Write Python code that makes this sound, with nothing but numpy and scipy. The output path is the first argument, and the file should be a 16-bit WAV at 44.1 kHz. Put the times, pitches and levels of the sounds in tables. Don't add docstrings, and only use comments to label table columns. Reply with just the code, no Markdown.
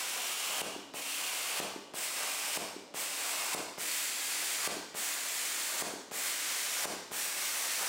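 import sys
import numpy as np
from scipy import signal
from scipy.fft import rfft, irfft, next_fast_len
from scipy.io import wavfile
from scipy.ndimage import uniform_filter1d, minimum_filter1d

SR = 44100
rng = np.random.default_rng(int(sys.argv[2]) if len(sys.argv) > 2 else 0)


def file_out(sig):
    cols = np.atleast_2d(sig).T
    lim = np.clip(cols, -1, 1)
    pcm = np.round(lim * 32767).astype(np.int16)
    wavfile.write(sys.argv[1], SR, pcm)


N = 347678
T = np.arange(N) / SR

# start_s, end_s, free_share (part of the burn before it meets steel), hiss_db (before trims),
# treble_tilt_db_per_octave, low_hz, low_db, middle_hz, middle_db, high_hz, high_db
BURNS = [(-.4, .6178, 0.39, -37, -.52, 2850, 6, 5530, 1.6, 7340, 2.2),
         (0.943, 1.602, 0.12, -36.5, -0.6, 2750, 5.2, 4520, .75, 8000, 0.99),
         (1.9422, 2.5746, 0.25, -36.5, -0.37, 2570, 3.8, 5200, 3.6, 8300, 3.1),
         (2.945, 3.5487, 0.25, -36.5, -0.42, 2540, 3.6, 5000, 2.5, 7840, 3),
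         (3.7827, 4.6762, 0.38, -35.5, -0.36, 2160, 2.7, 4740, 1.8, 7580, 2.8),
         (4.949, 5.8236, 0.27, -35.5, -0.034, 1960, 2.5, 4410, 1, 7500, 3.1),
         (6.1176, 6.856, 0.34, -35.5, -0.5, 1898, 2.5, 5600, 1.57, 7500, 2.2),
         (7.118, 8.1, .21, -35, 0.0024, 1950, 2.6, 5650, 2.17, 8100, 1.2)]
# start_s, length_s, roar_db (before trims)
BITES = [(.14, .06, -45.5), (.23, .23, -49.5), (0.47, 0.11, -44.5), (1.19, .2, -48.5), (1.452, 0.18, -49),
         (2.177, 0.11, -43), (2.394, 0.15, -50.5), (3.185, 0.38, -46.5), (4.257, .27, -53.5),
         (4.56, 0.093, -48), (5.683, 0.09, -48), (6.455, .14, -55), (6.683, .13, -49), (7.345, .08, -51),
         (7.546, 0.17, -49.5), (7.795, 0.048, -39.5)]
# frequency_hz, density_db
HISS_COLOUR = [(500, -46), (1000, -8), (1600, -2), (2200, -1.4), (3100, -1.06), (3800, -2), (5400, -2.5),
               (6300, -1.5), (9000, 0), (10800, -3.5), (12800, -5.5), (14700, -4), (15800, -6.5)]
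ROAR_COLOUR = [(40, -38), (90, -30), (160, -15), (300, -10), (500, 0.5), (700, 3), (1150, 3), (1500, 0),
               (2500, -15.5), (6000, -32)]
FIZZ_COLOUR = [(1000, -30), (5000, -21), (8000, 4), (11000, -3), (15000, 1)]
# frequency_hz, density_db
FAN_COLOUR = [(20, -26), (60, -22), (100, -15.5), (170, -7.5), (300, 2.5), (600, 3), (1000, -7.5),
              (2000, -28), (6000, -31), (16000, -47)]
# time_s, pitch_hz, level_db
HUM_COURSE = [(0, 296, -88), (.5, 290.5, -62), (.95, 278.5, -61), (1.15, 285, -61), (1.35, 281, -70),
              (2.4, 287, -69), (3.2, 294.2, -63.5), (4.3, 296.2, -63.5), (7.8, 292.8, -67.5)]
# delay_s, level_db
ECHOES = [(.0049, -18.5), (0.0134, -16), (0.0204, -14), (.0275, -15), (0.0476, -17)]
# pitch_hz, level_db, t60_s
STANDING_WAVES = [(97.9, -60.5, 1), (135, -79, 0.72), (194, -55, 0.57)]
# frequency_hz, t60_s
TAIL_DECAY = [(100, 0.94), (400, 0.52), (1000, 0.96), (2500, 0.9), (5000, 0.99), (9000, .62), (15000, 0.55)]
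# frequency_hz, level_db
TAIL_COLOUR = [(100, -8), (400, -2.5), (1000, -1.5), (2500, -0.44), (6000, 0.5), (10000, -0.5),
               (15000, -2.5)]

PILOT_LEAD_S = .0048
BITE_EDGE_S = 0.015
FREE_ROAR_DB, GUST_DB, GUST_S = -52, -47, 0.043
MEET_DB, MEET_S = -3, 0.036
FREE_DB, FIZZ_DB, MEET_EDGE_S = 0.72, -42, .035
SAG_LEAD_S, SAG_S, SAG_DB = 0.1, 0.027, -0.1
FLARE_S, FLARE_RISE_S, FLARE_DB, FLARE_ROAR_DB = 0.039, 0.0094, 3, -44.5
PUFF_DB, PUFF_S = -38, 0.011
KNOCK_LEAD_S, KNOCK_DB = .1786, -32.5
EDGE_HZ = 15850


def gain_of(db):
    return 10 ** (np.asarray(db) / 20)


def evened(x):
    return x / np.sqrt(np.mean(x ** 2) + 1e-20)


def read(points, hz):
    f, value = np.transpose(points)
    return np.interp(np.log(hz + 1), np.log(f + 1), value)


def add(mix, s, sound):
    part = mix[max(round(s * SR), 0):][:len(sound)]
    part += sound[:len(part)]


def noise(colour):
    size = next_fast_len(N, True)
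    spectrum = rfft(rng.standard_normal(size))
    spectrum = spectrum * gain_of(colour(np.fft.rfftfreq(size, 1 / SR)))
    return evened(irfft(spectrum, size)[:N])


def wander(rate_hz):
    knots = np.arange(0, T[-1] + 1, .5 / rate_hz)
    return evened(np.interp(T, knots, rng.standard_normal(len(knots))))


def bump(x, centre, width):
    return np.exp(-.5 * ((x - centre) / width) ** 2)


def step(t, s, edge_s):
    return .5 + .5 * np.tanh((t - s) / edge_s)


def jet_colour(hz, shift, burn, low_width_hz=440, middle_width_hz=260, high_width_hz=720,
               trough_ratio=0.56, trough_depth=0.41, trough_width_hz=240):
    tilt, low_hz, low_db, middle_hz, middle_db, high_hz, high_db = burn
    colour_db = read(HISS_COLOUR, hz) + tilt * np.log2(np.maximum(hz, 3000))
    colour_db += low_db * bump(hz, low_hz * shift, low_width_hz)
    colour_db -= trough_depth * low_db * bump(hz, trough_ratio * low_hz, trough_width_hz)
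    colour_db += middle_db * bump(hz, middle_hz * shift, middle_width_hz)
    return colour_db + high_db * bump(hz, high_hz * shift, high_width_hz)


def arc(sway=0.012, pilot_db=-12, rise_s=0.017, hiss_db=-0.46, roar_db=0.,
        flutter_db=0.83, drift_db=.5, sputter_db=1.5):
    hiss, roar, cutting = np.zeros(N), np.zeros(N), bites()
    fizz = gain_of(FIZZ_DB) * noise(lambda hz: read(FIZZ_COLOUR, hz))
    lean = np.pi / 4 * (1 + np.tanh(wander(5)))
    for on, off, free_share, jet_db, *burn in BURNS:
        lit = (T > on - PILOT_LEAD_S) & (T < off)
        t = T[lit]
        meets = on + free_share * (off - on)
        swell = 1 - np.exp(-np.maximum(t - on, 0) / rise_s)
        current = swell + gain_of(pilot_db) * (1 - swell)
        free = 1 - step(t, meets - MEET_S, MEET_EDGE_S)
        course_db, jet_roar = burn_course(t, on, meets, off)
        flat = noise(lambda hz: jet_colour(hz, 1 - sway, burn))[lit]
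        sharp = noise(lambda hz: jet_colour(hz, 1 + sway, burn))[lit]
        jet = flat * np.cos(lean[lit]) + sharp * np.sin(lean[lit])
        jet = jet * gain_of(jet_db + course_db + FREE_DB * free)
        hiss[lit] = current * (jet + swell * free * fizz[lit])
        roar[lit] = current * np.sqrt(jet_roar + cutting[lit])
    hiss *= gain_of(hiss_db + flutter_db * wander(150) + drift_db * wander(8.3))
    sputter = gain_of(roar_db + sputter_db * wander(45))
    roar = (roar + puffs()) * sputter * noise(lambda hz: read(ROAR_COLOUR, hz))
    return hiss + roar


def burn_course(t, on, meets, off):
    flare = step(t, off - FLARE_S, FLARE_RISE_S)
    gust = np.exp(-np.maximum(t - on, 0) / GUST_S)
    dip_db = MEET_DB * bump(t, meets, MEET_S)
    sag_db = SAG_DB * bump(t, off - SAG_LEAD_S, SAG_S)
    roar_power = gain_of(FREE_ROAR_DB) ** 2 + gain_of(GUST_DB) ** 2 * gust
    roar_power = roar_power + gain_of(FLARE_ROAR_DB) ** 2 * flare
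    return dip_db + sag_db + FLARE_DB * flare, roar_power


def bites():
    power = np.zeros(N)
    for s, length, db in BITES:
        span = step(T, s, BITE_EDGE_S) * (1 - step(T, s + length, BITE_EDGE_S))
        power += gain_of(db) ** 2 * span
    return power


def puffs():
    rush = sum((T >= off) * np.exp(-abs(T - off) / PUFF_S) for on, off, *_ in BURNS[:-1])
    return gain_of(PUFF_DB) * rush


def pop(rise_s, fall_s):
    t = np.arange(-SR // 500, SR // 100) / SR
    volume = np.exp(-np.logaddexp(0, t / rise_s) * rise_s / fall_s) / (1 + np.exp(-t / rise_s))
    pressure = np.gradient(volume)
    return t[0], pressure / pressure.max()


def pops(pilot_db=-32, light_db=-28.5, out_db=-20, low_cut_hz=140):
    out = np.zeros(N)
    lead, tick = pop(rise_s=.00003, fall_s=0.00017)
    lead, expand = pop(rise_s=0.00013, fall_s=0.00053)
    lead, collapse = pop(rise_s=.00018, fall_s=0.00031)
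    for on, *_ in BURNS[1:]:
        add(out, on + lead - PILOT_LEAD_S, gain_of(pilot_db) * tick)
        add(out, on + lead, gain_of(light_db) * expand)
    for on, off, *_ in BURNS[:-1]:
        add(out, off + lead, -gain_of(out_db) * collapse)
    return signal.sosfilt(signal.butter(1, low_cut_hz, "high", fs=SR, output="sos"), out)


def knocks(pitch_hz=345, half_width_s=0.0018):
    out, t = np.zeros(N), np.arange(-SR // 80, SR // 80) / SR
    knock = gain_of(KNOCK_DB) * bump(t, 0, half_width_s) * np.cos(2 * np.pi * pitch_hz * t)
    for on, *_ in BURNS[1:]:
        add(out, on - KNOCK_LEAD_S + t[0], knock)
    return out


def power_unit(fan_db=-58.0, waver_db=2):
    s, hz, level_db = np.transpose(HUM_COURSE)
    turns = np.cumsum(np.interp(T, s, hz)) / SR
    hum_gain = gain_of(np.interp(T, s, level_db) + waver_db * wander(4.9))
    hum = hum_gain * np.sin(2 * np.pi * turns + .5 * wander(1.9))
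    fan = gain_of(fan_db) * noise(lambda hz: read(FAN_COLOUR, hz))
    return fan + hum


def workshop(x, wet_db, build_s=0.019):
    t = np.arange(SR) / SR
    building = rng.standard_normal(SR) * (1 - np.exp(-t / build_s))
    hz, frame_s, bands = signal.stft(building, SR, nperseg=256)
    decay = gain_of(-60 * frame_s / read(TAIL_DECAY, hz)[:, None])
    colour = gain_of(read(TAIL_COLOUR, hz))[:, None]
    tail = signal.istft(bands * decay * colour, SR, nperseg=256)[1][:SR]
    response = gain_of(wet_db) * tail / np.linalg.norm(tail)
    for pitch_hz, db, t60 in STANDING_WAVES:
        response += gain_of(db - 60 * t / t60) * np.sin(2 * np.pi * pitch_hz * t)
    response[0] += 1
    for delay, db in ECHOES:
        add(response, delay, gain_of(db) * np.array([.2, .6, .2]))
    return irfft(rfft(x) * rfft(response, N), N)


def scene(arc_db=-2.0):
    torch = workshop(gain_of(arc_db) * arc(), wet_db=-2) + workshop(pops(), wet_db=-0.5)
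    mix = torch + workshop(knocks(), wet_db=-1.0) + power_unit()
    return np.array([mix, mix])


def record(dry, ceiling_db=-27.0, recovery_db_per_s=130):
    power = abs(uniform_filter1d((dry ** 2).mean(0), size=20))
    over_db = np.maximum(10 * np.log10(power + 1e-12) - ceiling_db, 0)
    fall = T * recovery_db_per_s
    held_db = np.maximum.accumulate(over_db + fall) - fall
    duck_db = uniform_filter1d(minimum_filter1d(-held_db, size=120), size=120)
    low_pass = signal.firwin(511, EDGE_HZ, window=("kaiser", 9), fs=SR)
    return signal.oaconvolve(dry * gain_of(duck_db), low_pass[None], "same")


dry = scene()
out = record(dry)
file_out(out)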